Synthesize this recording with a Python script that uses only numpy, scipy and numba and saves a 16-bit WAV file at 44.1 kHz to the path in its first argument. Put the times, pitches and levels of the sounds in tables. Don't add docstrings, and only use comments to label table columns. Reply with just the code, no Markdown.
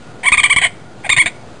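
import sys
import numpy as np
from scipy import signal
from scipy.io import wavfile
from scipy.ndimage import uniform_filter1d
from numba import njit

SR = 44100
rng = np.random.default_rng(int(sys.argv[2]) if len(sys.argv) > 2 else 0)


def store_wav(level_fs):
    pcm = np.round(np.clip(np.atleast_2d(level_fs), -1, 1) * 32767)
    wavfile.write(sys.argv[1], SR, pcm.T.astype(np.int16))


def convert_level_to_amplitude(level_db):
    exponent = np.asarray(level_db, float) / 20
    return 10 ** exponent


N = 70560

# f/Hz, level per Hz/dB
HUSH = [(15, -52), (25, -55), (37, -33.5), (123, -9), (667, -18.5), (730, -25), (1250, -24), (1470, -31),
        (5400, -33), (7020, -65), (11900, -120)]
# f/Hz, width/Hz, level/dB
MACHINE = [
    (111, 20, -45),
    (724, 10, -50),
    (1434, 35, -51.5),
]
# start t/s, end t/s, first f/Hz, last f/Hz, level/dB
CHEST_GRUNT = (1.205, 1.262, 345, 310, -33)
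# start t/s, end t/s, pitch f/Hz
RASP_TIMES = [(.231, .268, 920), (.288, .295, 1000), (.3185, .326, 950), (.373, .381, 1050),
              (.4315, .441, 1000), (.496, .502, 950), (.5615, .567, 950), (.613, .672, 880),
              (1.035, 1.070, 600), (1.092, 1.104, 900), (1.164, 1.186, 1080), (1.2585, 1.285, 740)]
# first level/dB, last level/dB
RASP_EFFORT = [(-30, -20), (-19, -21), (-9, -13), (-10, -12), (-12, -12), (-11, -13), (-12, -14),
               (-15, -17), (-36, -24), (-10, -11), (-9, -12), (-10, -21)]
# start t/s, top t/s, end t/s, top pitch f/Hz
SQUEAL_ARCHES = [(.2315, .262, .266, 1070), (.255, .277, .289, 1150), (.321, .334, .3455, 1245),
                 (.376, .391, .4025, 1230), (.436, .452, .464, 1205), (.498, .518, .532, 1170),
                 (.563, .578, .589, 1165), (.614, .626, .638, 800), (.634, .643, .653, 1120),
                 (.648, .659, .666, 720), (1.044, 1.050, 1.070, 810), (1.097, 1.120, 1.134, 1225),
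                 (1.182, 1.208, 1.222, 1130), (.2305, .234, .266, 760)]
# level/dB, extra fundamental level/dB
SQUEAL_EFFORT = [(-23.5, 6.5), (-8, 0.5), (-4, 4.5), (-9, 3.5), (-5.5, 0.5), (-7, 0.5), (-7, 2), (-15, 5),
                 (-13, -2), (-19, 3), (-25, 13), (-10, -1.5), (-7, -8), (-27, 7.5)]
# t/s, upper resonance f/Hz, its level/dB, cheek notch depth/0-1
MOUTH_SHAPE = [(.25, 3050, -13, 0.7), (.335, 3360, -20, 0.07), (.40, 3100, -9, 0.7), (.52, 2964, -8, .9),
               (0.602, 3180, -9.5, 0.7), (0.651, 2963, -10, 0), (1.061, 3250, -15, 0.1),
               (1.118, 3743, -8.5, 0.11), (1.17, 3470, -13, 0), (1.206, 3324, -13, 0.53),
               (1.28, 3630, -11, 0.12)]

RISE, FALL = 0.25, 0.17
SWELL_S, CUT_S = 0.003, 0.0012


def level(x, db):
    return x * convert_level_to_amplitude(db) / np.sqrt(np.mean(x ** 2))


@njit
def svf(x, hz, width):
    y, b, l = np.empty(len(x)), 0., 0.
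    for i in range(len(x)):
        g, k = np.tan(np.pi * hz[i] / SR), width / hz[i]
        v = (b + g * (x[i] - l)) / (1 + g * (g + k))
        b, l, y[i] = 2 * v - b, l + 2 * g * v, k * v
    return y


def band(x, hz, width_hz):
    return svf(x, hz + np.zeros(N), float(width_hz))


def band_twice(x, hz, width_hz):
    return band(band(x, hz, width_hz), hz, width_hz)


def walk(rate_hz):
    k = int(SR / rate_hz)
    w = uniform_filter1d(uniform_filter1d(rng.standard_normal(N), k), k)
    return w / w.std()


def gate(t, start, end, attack, release):
    return np.clip(np.minimum((t - start) / attack, (end - t) / release), 0, 1)


def air_hush():
    out, swell = 0, walk(9)
    table_hz, table_db = np.array(HUSH).T
    for hz in 28 * 2 ** np.arange(0, 7.8, 0.5):
        per_hz_db = np.interp(np.log(hz), np.log(table_hz), table_db)
        db = per_hz_db + 10 * np.log10(hz) + 0.6 * swell + 1.5 * walk(12)
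        noise = band_twice(rng.standard_normal(N), hz, hz * 0.57)
        out = out + convert_level_to_amplitude(db) * level(noise, 0)
    return level(out, -37)


def machine_hum():
    return sum(level(band(rng.standard_normal(N), hz, width), db) for hz, width, db in MACHINE)


def echo_tail(t60_s):
    s = np.arange(SR // 2) / SR
    tail = rng.standard_normal(len(s)) * convert_level_to_amplitude(-60 * s / t60_s) * (s > 0.0023)
    return level(tail, 0) / np.sqrt(len(s))


def echoes(x):
    tail = convert_level_to_amplitude(-9.5) * echo_tail(0.082) + convert_level_to_amplitude(-25) * echo_tail(0.47)
    return signal.fftconvolve(x, tail)[:N]


def push_thumps(clean, rough):
    push = convert_level_to_amplitude(-31) * clean ** 2 + convert_level_to_amplitude(-3) * rough ** 2
    return band(push, 110, 260)


def grunt(t):
    start, end, first_hz, last_hz, db = CHEST_GRUNT
    pitch = np.interp(t, [start, end], [first_hz, last_hz]) * (1 + 0.03 * walk(150))
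    tone = np.sin(2 * np.pi * np.cumsum(pitch) / SR)
    return convert_level_to_amplitude(db) * gate(t, start, end, 0.0033, 0.0035) * tone


def folds(hz, low_db=0, high_db=0):
    phase = 2 * np.pi * np.cumsum(hz) / SR
    out = 0
    for k in range(1, 7):
        db = -1.5 * (k - 1) + low_db * (k == 1) + high_db * (k > 3)
        out = out + convert_level_to_amplitude(db) * np.cos(k * phase)
    return 2 * out


def rasps(t):
    drift = np.exp(0.21 * walk(900))
    size = convert_level_to_amplitude(3 * walk(700))
    breath = 2 * rng.standard_normal(N) * convert_level_to_amplitude(-5)

    def rattle(hz):
        return folds(hz * drift, -3) * size + breath

    out = np.zeros(N)
    for (start, end, hz), effort_db in zip(RASP_TIMES, RASP_EFFORT):
        loudness = convert_level_to_amplitude(np.interp(t, [start, end], effort_db))
        out += loudness * gate(t, start, end, 0.0006, CUT_S) * rattle(hz)

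    close_s = 0.008
    for (start, top, end, hz), (db, _) in zip(SQUEAL_ARCHES, SQUEAL_EFFORT):
        falling = (np.maximum(t - top, 0) / (end - top)) ** 2 * gate(t, start, end, SWELL_S, CUT_S)
        flutter = gate(t, end - CUT_S, end + 3 * close_s, CUT_S, close_s)
        flutter = flutter * np.exp(-np.maximum(t - end, 0) / close_s)
        rough = convert_level_to_amplitude(-8) * falling + convert_level_to_amplitude(-9) * flutter
        out += convert_level_to_amplitude(db) * rough * rattle(hz * (1 - FALL))
    return out


def squeals(t):
    out, wobble = np.zeros(N), 1 + 0.00958 * walk(339.4)
    for (start, top, end, hz), (db, low_db) in zip(SQUEAL_ARCHES, SQUEAL_EFFORT):
        rising = t < top
        side_s = np.where(rising, top - start, end - top)
        flatness = np.where(rising, 2.1, 2.4)
        away = np.minimum(np.abs(t - top) / side_s, 1) ** flatness
        pitch = hz * (1 - np.where(rising, RISE, FALL) * away) * wobble
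        tone = folds(pitch, low_db, -8 * (1 - away))
        out += convert_level_to_amplitude(db) * gate(t, start, end, SWELL_S, CUT_S) * tone
    return out * convert_level_to_amplitude(2.8 * walk(130))


def throat(x, t):
    s, mouth_hz, mouth_db, notch = np.array(MOUTH_SHAPE).T
    y = convert_level_to_amplitude(-16.5) * band_twice(x, 722, 432)
    y = y + convert_level_to_amplitude(-12) * band_twice(x, 1079, 560)
    y = y + band_twice(x, 2130, 722)
    y = y + convert_level_to_amplitude(-17) * band_twice(x, 1900, 2400)
    y = y + convert_level_to_amplitude(np.interp(t, s, mouth_db) + 9.5) * band_twice(x, np.interp(t, s, mouth_hz), 560)
    y = y + convert_level_to_amplitude(-19.5 + 7.5) * band_twice(x, 4200, 450)
    y = y - np.clip(np.interp(t, s, notch), 0, 1) * band(y, 3500, 450)
    return signal.sosfilt(signal.butter(4, 4400, fs=SR, output="sos"), y)


def scene():
    t = np.arange(N) / SR + 0.001
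    clean = throat(squeals(t), t)
    rough = throat(rasps(t), t)
    voice = clean + rough + grunt(t)
    dog = voice + echoes(voice) + push_thumps(clean, rough)
    field = air_hush() + machine_hum()
    return (dog + field)[None]


def top_cut(x):
    return signal.sosfilt(signal.butter(12, 10190, fs=SR, output="sos"), x)


def record(dry):
    ceiling, skew, hold = 0.86, 0.02, 4
    x = ceiling * np.tanh((dry + skew * dry ** 2) / ceiling)
    x = signal.sosfilt(signal.cheby1(6, 0.3, 5000, fs=SR, output="sos"), x)
    x = np.repeat(x[:, ::hold], hold, axis=1)[:, :N]
    x = signal.sosfilt(signal.butter(6, 9600, fs=SR, output="sos"), x)
    x = signal.sosfilt(signal.ellip(8, 0.3, 60, 10500, fs=SR, output="sos"), x)
    mix = np.clip(x - 0.012, -1, 1)
    return top_cut(mix)


dry = scene()
out = record(dry)
store_wav(out)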